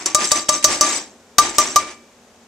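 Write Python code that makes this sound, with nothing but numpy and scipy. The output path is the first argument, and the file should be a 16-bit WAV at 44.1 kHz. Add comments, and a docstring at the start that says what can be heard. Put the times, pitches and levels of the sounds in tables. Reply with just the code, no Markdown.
"""In a small kitchen, a spoon taps a steel measuring cup nine times over a saucepan.
Each tap clinks and sets the cup ringing; a moment later the loosened powder lands in the pan,
hissing and gritty. The last three taps are harder, on the nearly empty cup. An appliance hums
faintly, and the close stereo microphone overloads as the taps hit."""
import sys
import numpy as np
from scipy import signal
from scipy.fft import rfft, irfft
from scipy.io import wavfile
from scipy.ndimage import uniform_filter1d

SR = 44100
rng = np.random.default_rng(int(sys.argv[2]) if len(sys.argv) > 2 else 0)


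def dump(signal):
    """Clip the signal to [-1, 1] and save it as 16-bit WAV at the path in sys.argv[1]."""
    limited = np.clip(np.atleast_2d(signal).T, -1, 1)
    pcm = np.round(limited * 32767).astype(np.int16)
    wavfile.write(sys.argv[1], SR, pcm)


N = 109147


def amp(db):
    """Turns decibels (dB) into a number to multiply by."""
    return 10 ** (np.asarray(db) / 20)


def fade(t, fade_s):
    """Dies away by 60 dB in fade_s seconds: the "fade time" used below."""
    return amp(-60 * t / fade_s)


def unit(x):
    """Scales a sound to an average (rms) strength of one."""
    return x / np.sqrt(np.mean(x ** 2) + 1e-20)


def read(points, hz):
    """Reads between a table's rows, on a scale of musical pitch."""
    row_hz, value = np.transpose(points)
    return np.interp(np.log(hz + 1), np.log(row_hz + 1), value)


def add(mix, start, sound):
    """Mixes a sound in at a start time in seconds."""
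    part = mix[:, max(round(start * SR), 0):][:, :sound.shape[-1]]
    part += sound[..., :part.shape[1]]


# How alike left and right hear scattered sound. Each row: frequency in Hz, likeness from 0 to 1.
LIKENESS = [(50, 0.9), (300, 0.99), (1000, 0.91), (2500, 0.38), (7000, 0.3), (14000, 0.7)]

def colour(pair, spectrum):
    """Shapes the bass and treble of two unrelated sounds and blends them into left and right."""
    hz = np.fft.rfftfreq(pair.shape[1], 1 / SR)
    left, other = rfft(pair)
    same = np.clip(read(LIKENESS, hz), 0, 1)
    right = same * left + np.sqrt(1 - same ** 2) * other
    return unit(irfft(np.array([left, right]) * amp(read(spectrum, hz)), pair.shape[1]))


def noise(size, spectrum):
    """Stereo noise with the given tone colour."""
    return colour(rng.standard_normal((2, size)), spectrum)


# The quiet of the kitchen. Each row: frequency in Hz, relative level in dB.
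ROOM_NOISE = [(25, -31), (80, -8), (150, -15), (235, 0), (300, -13.5), (400, -4.5), (700, -9), (1300, -14),
              (4500, -21), (6500, -17.5), (8000, -23.5), (10000, -33), (14000, -39.5), (15000, -46)]
ROOM_NOISE_DB, HUM_HZ, HUM_DB = -50.5, 237, -62

def background():
    """Quiet room noise with a faint appliance hum."""
    hum = unit(np.sin(2 * np.pi * HUM_HZ * np.arange(N) / SR))
    return amp(ROOM_NOISE_DB) * noise(N, ROOM_NOISE) + amp(HUM_DB) * hum


# How long the kitchen echoes. Each row: frequency in Hz, fade time in seconds.
ECHO_FADES = [(100, 0.54), (300, 0.72), (1200, 0.2), (3000, 0.3), (7000, 0.14), (14000, 0.14)]
TAIL_DB, STOVE_DB, STOVE_DELAY_S, STOVE_SPREAD_S = -14.5, -15.5, 0.0073, 0.0065

def kitchen_echo(sound):
    """Sound bounces brightly off the stove, then dies away in the room."""
    size = SR * 3 // 4
    hz, frame_s, bands = signal.stft(noise(size, [(20, 0), (20000, 0)]), SR, nperseg=256)
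    bands = bands * fade(frame_s, read(ECHO_FADES, hz)[:, None])
    tail = signal.istft(bands, SR, nperseg=256)[1][:, :size]
    t = np.arange(size) / SR
    tail *= np.clip((t - STOVE_DELAY_S) / STOVE_DELAY_S, 0, 1)
    stove = rng.standard_normal((2, size)) * (t > STOVE_DELAY_S) * (t < STOVE_DELAY_S + STOVE_SPREAD_S)
    stove = signal.sosfilt(signal.butter(2, 2500, "high", fs=SR, output="sos"), stove)
    echo = amp(TAIL_DB) * tail / np.linalg.norm(tail[0])
    echo += amp(STOVE_DB) * stove / np.linalg.norm(stove[0])
    return signal.fftconvolve(sound, echo, axes=1)[:, :N]


def landings(per_s, max_db):
    """Clicks at random moments, one for each grain: mostly small, a few big."""
    size_db = np.minimum(2 * rng.exponential(1, N), max_db)
    return (rng.random((1, N)) < per_s / SR) * amp(size_db)


def grains(per_s, fade_s, spots=12):
    """Grains of uneven size land, each ringing one of several spots on the pan."""
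    t, out = np.arange(2048) / SR, np.zeros((2, N))
    for _ in range(spots):
        hits = landings(per_s / spots, max_db=7) * rng.choice([-1, 1], N)
        spot_ring = rng.standard_normal((2, len(t))) * fade(t, fade_s)
        out += signal.oaconvolve(hits, spot_ring, axes=1)[:, :N]
    return out


def pings(per_s, fade_s):
    """Coarse grains strike steel, each waking one of the clink's bright tones (listed further down)."""
    t, out = np.arange(SR // 8) / SR, np.zeros((2, N))
    for hz, _, _ in CLINK_TONES:
        hits = landings(per_s / len(CLINK_TONES), max_db=6)
        tone = fade(t, fade_s) * np.sin(2 * np.pi * (hz * t + rng.random((2, 1))))
        out += signal.oaconvolve(hits, tone, axes=1)[:, :N]
    return out


# Fine powder, then coarse grains, on steel. Each row: frequency in Hz, relative level in dB.
HISS_COLOUR = [(30, -39), (90, -9.5), (150, -8.5), (240, -0.5), (340, 9), (450, -4), (600, 0), (1200, 2.5),
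               (2400, 1), (4000, -6), (6500, -3), (9000, -12), (11500, -34.5), (15000, -59)]
GRIT_COLOUR = [(300, -30.5), (3000, -5.5), (5000, 2.5), (6300, 4), (7000, 0.5), (7700, 6.5), (9200, -10.5),
               (11500, -20), (13200, -40.5), (13650, -11.5), (14200, -45.5), (15000, -69)]
# Powder falling into the pan. Each row: start, rise time, hold time and fade time in seconds,
# then hiss level and grit level in dB.
POWDER_FALLS = [(-0.03, 0.025, 0.032, 0.21, -34, -37), (0.053, 0.0076, 0.012, 0.32, -27, -28.5),
                (0.164, 0.047, 0.011, 0.25, -21.5, -26), (0.231, .003, 0.0081, 0.34, -49, -20.5),
                (0.334, 0.025, 0.018, 0.23, -24, -20.5), (0.509, 0.019, 0.019, 0.24, -26.5, -22),
                (0.663, 0.031, 0.036, 0.37, -23, -22), (0.808, 0.011, 0.068, 0.41, -23.5, -22),
                (0.898, 0.012, 0.071, 0.19, -29.5, -24.5), (1.403, 0.021, 0.037, 0.31, -23.5, -24.5),
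                (1.537, 0.0077, 0.011, 0.25, -35, -31), (1.58, 0.0094, 0.017, 0.55, -22, -21),
                (1.775, 0.015, 0.013, 0.33, -29, -31), (1.857, 0.018, 0.044, 0.15, -37.5, -44)]
PING_DB = 3.5

def powder():
    """Each fall swells, holds and trickles out: fine powder hisses, grit patters and pings."""
    t, hiss_power, grit_power = np.arange(N) / SR, np.zeros(N), np.zeros(N)
    for start, rise, hold, fade_s, hiss_db, grit_db in POWDER_FALLS:
        flow = np.clip((t - start) / rise, 0, 1) * fade(np.maximum(t - start - rise - hold, 0), fade_s)
        hiss_power += (flow * amp(hiss_db)) ** 2
        grit_power += (flow * amp(grit_db)) ** 2
    patter = colour(grains(per_s=600, fade_s=0.057), GRIT_COLOUR)
    pinging = amp(PING_DB) * colour(pings(per_s=300, fade_s=0.029), GRIT_COLOUR)
    hiss = colour(grains(per_s=6000, fade_s=0.006), HISS_COLOUR)
    return np.sqrt(hiss_power) * hiss + np.sqrt(grit_power) * unit(patter + pinging)


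# The dull scrape of a light touch. Each row: frequency in Hz, relative level in dB.
SCRAPE_COLOUR = [(100, -11.5), (500, -5.5), (2500, 8), (4500, 3), (6500, 4.5), (9000, 6), (11500, -26),
                 (15000, -44)]
# The spoon's light touches. Each row: start in seconds, level in dB added to SCRAPE_DB.
SPOON_TOUCHES = [(0.2407, -17.5), (0.309, -13.5), (0.485, -13.5), (0.626, -18.5), (0.721, -22.5),
                 (0.8391, -19), (0.9289, -18)]
SCRAPE_DB, SCRAPE_RISE_S = -6.5, 0.001

def touches():
    """The spoon brushes the cup just before or after a tap."""
    t, out = np.arange(SR // 2) / SR, np.zeros((2, N))
    shape = np.minimum(t / SCRAPE_RISE_S, 1) * fade(t, fade_s=0.17)
    for start, db in SPOON_TOUCHES:
        add(out, start, amp(SCRAPE_DB + db) * shape * noise(len(t), SCRAPE_COLOUR))
    return out


def ring(tones, t, fade_scale=1, tilt_db=0, scatter_db=2.2):
    """Struck steel rings with several fading tones, in a slightly different mix each time."""
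    out, centre_hz = np.zeros((2, len(t))), np.mean(tones, axis=0)[0]
    for hz, db, fade_s in tones:
        size, turn = rng.standard_normal(2)
        # High tones reach left and right more out of step.
        phase = np.array([[.5], [-.5]]) * 0.68 * turn * hz / 5000
        level_db = db + scatter_db * size + tilt_db * (hz - centre_hz) / 1000
        out += amp(level_db) * fade(t, fade_s * fade_scale) * np.sin(2 * np.pi * hz * t + phase)
    return out


# The snap, then the rattle, of a tap. Each row: frequency in Hz, relative level in dB.
SNAP_COLOUR = [(500, -28), (3000, -10), (6000, 17.5), (10000, 6.5), (13500, -5), (16000, -12.5)]
RATTLE_COLOUR = [(30, -22), (150, -34), (400, -2.5), (800, 3.5), (1500, 0), (2800, -3.5), (4500, -0.5),
                 (6500, 8.5), (9000, 0), (11000, -12.5), (15000, -14.5)]
SNAP_DB, RATTLE_DB = -11, -5

def crack(t):
    """Steel meets steel with a sharp snap and a dense, quickly dying rattle."""
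    snap = amp(SNAP_DB) * noise(len(t), SNAP_COLOUR) * fade(t, fade_s=0.02)
    rattle = amp(RATTLE_DB) * noise(len(t), RATTLE_COLOUR) * fade(t, fade_s=0.041)
    return snap + rattle


# Bright tones of cup and spoon, then low tones of handle and pan.
# Each row: pitch in Hz, relative level in dB, fade time in seconds (taps shorten the clink's).
CLINK_TONES = [(3855, -21, .09), (4735, -23, .09), (5535, -21, .09), (5696, -13, .06), (5858, -14, .08),
               (5990, -10, .06), (6119, -16, .07), (6316, -17, .11), (6660, -20, .06), (6845, -14, .06),
               (6960, -16, .04), (7330, -19, .055), (7515, -23, .09), (8007, -18, .06), (8540, -25, .04),
               (9100, -24, .025)]
KNOCK_TONES = [(327.3, -33, 0.31), (589, -29, 0.15), (613.2, -17, 0.11)]
# The nine taps. Each row: start in seconds; clink, crack and cup ring levels in dB; the main note's # pitch in
# Hz and fade time in seconds; knock level in dB; hardness from 0 to 1; rim and wall ping # levels in dB; the
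# clink's tilt towards treble in dB per 1000 Hz.
SPOON_TAPS = [(0.0596, 0.5, -12, -29.5, 1145, 0.38, -16.5, 0.46, -26, -20.5, 2.5),
              (0.1470, 6.5, -1.5, -10, 1196, 0.3, -0.5, 0.62, -3, -16, 3.5),
              (0.3170, 8, -3, -14, 1178, 0.31, -1.5, 0.92, 3.5, -8.5, 3),
              (0.4907, 6.5, -5, -12.5, 1183, 0.31, 1.5, 0.82, -0.5, -11, 3),
              (0.6427, 16.5, 3, -13.5, 1181, 0.32, 0.5, 1, 4, -4, 0.5),
              (0.8100, 5.5, -5.5, -8.5, 1180, 0.26, -1, 0.55, 0, -10, 2),
              (1.3832, 4, 6.5, 1.5, 1184, 0.135, -1.5, 1, -16.5, -1.5, -4.5),
              (1.5833, -3, 1.5, -4, 1184, 0.14, -4, 0.87, -7, -36, -4.5),
              (1.7598, 3.5, 0, -1, 1184, 0.14, -8, 0.9, -9.5, -31, 0)]
HARD_DAMPING = 0.68  # share of the clink's fade time lost in the hardest tap
TAP_RISE_S, THUMP_S, THUMP_DB = 0.0002, 0.0045, -25

def taps():
    """The spoon hits the cup: a bright clink, a crack, a thump and a low knock."""
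    t, out = np.arange(SR // 2) / SR, np.zeros((2, N))
    attack = 1 - np.exp(-t / TAP_RISE_S)
    for start, clink_db, crack_db, _, _, _, knock_db, hardness, _, _, tilt_db in SPOON_TAPS:
        clink = amp(clink_db) * ring(CLINK_TONES, t, 1 - HARD_DAMPING * hardness, tilt_db)
        contact = amp(crack_db) * crack(t)
        thump = amp(THUMP_DB + crack_db) * hardness ** 2 * (1 - t / THUMP_S) * np.exp(-t / THUMP_S)
        knock = amp(knock_db) * ring(KNOCK_TONES, t)
        add(out, start, attack * (clink + contact + thump + knock))
    return out


# Short tones of the cup wall, then faint, lasting tones of its rim.
# Each row: pitch in Hz, relative level in dB, fade time in seconds.
CLANK_TONES = [(735, -10, .04), (900, -17, .03), (1040, -14, .05), (2980, -14, .03), (3950, -14, .03)]
RIM_TONES = [(3855, -36, .5), (4735, -31, .4), (5530, -32, .5), (6316, -35, .4), (7517, -36, .4)]
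WALL_PING_HZ, TWIN_DB, BEAT_HZ = 4600, -20.5, 9
SWELL_SHARE = 0.018  # the main note's swell time as a share of its fade time
FLUTTER_DEPTH, FLUTTER_S = 0.5, 0.02

def cup_ring():
    """The cup wall pings brightly, clanks and swells into its note, and the rim sings until the next tap."""
    out = np.zeros((2, N))
    ends = [tap[0] for tap in SPOON_TAPS[1:]] + [N / SR]
    for (start, _, _, ring_db, hz, fade_s, _, _, rim_db, wall_ping_db, _), end in zip(SPOON_TAPS, ends):
        t = np.arange(0, end - start, 1 / SR)
        wall_ping = amp(wall_ping_db) * fade(t, fade_s=0.042) * np.sin(2 * np.pi * WALL_PING_HZ * t)
        note = fade(t, fade_s) * np.sin(2 * np.pi * hz * t)
        # A slightly higher, longer twin beats against the note, making it wobble.
        twin = amp(TWIN_DB) * fade(t, fade_s=0.42) * np.sin(2 * np.pi * (hz + BEAT_HZ) * t)
        swell = 1 - np.exp(-t / (SWELL_SHARE * fade_s))
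        flutter = unit(uniform_filter1d(rng.standard_normal(len(t)), size=round(FLUTTER_S * SR)))
        rim = amp(rim_db) * swell * (1 + FLUTTER_DEPTH * flutter) * ring(RIM_TONES, t)
        wall = amp(ring_db) * (swell * (note + twin) + ring(CLANK_TONES, t))
        add(out, start, wall_ping + wall + rim)
    return out


def last_tone(hz=2321.5, db=-32, fade_s=0.62):
    """One tone sings on from the last tap as the emptied cup is lifted clear."""
    t, out = np.arange(SR) / SR, np.zeros((2, N))
    add(out, SPOON_TAPS[-1][0], amp(db) * fade(t, fade_s) * np.sin(2 * np.pi * hz * t))
    return out


def scene():
    """Taps, touches and powder echo in the kitchen; the cup's ring and the background join them."""
    near = taps() + touches() + powder()
    return near + kitchen_echo(near) + cup_ring() + last_tone() + background()


# The microphone's uneven sides. Each row: frequency in Hz, how much louder the left is in dB.
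LEFT_OVER_RIGHT = [(30, 5), (120, 0), (500, 0), (1200, 2.5), (3800, -0.5), (6000, -2.5), (7000, 6.5),
                   (8000, 8), (14000, 14.5)]
CLIP_LEVEL, TREBLE_LIMIT_HZ = 0.76, 15700

def record(dry):
    """The microphone hears left and right unequally, overloads on peaks and loses the top treble."""
    lean_db = read(LEFT_OVER_RIGHT, np.fft.rfftfreq(2 * N, 1 / SR)) * np.array([[.5], [-.5]])
    sides = irfft(rfft(dry, 2 * N) * amp(lean_db))[:, :N]
    clipped = np.clip(sides, -CLIP_LEVEL, CLIP_LEVEL)
    treble_cut = signal.firwin(255, TREBLE_LIMIT_HZ, window=("kaiser", 8), fs=SR)
    return signal.oaconvolve(clipped, treble_cut[None], "same")


dry = scene()
out = record(dry)
dump(out)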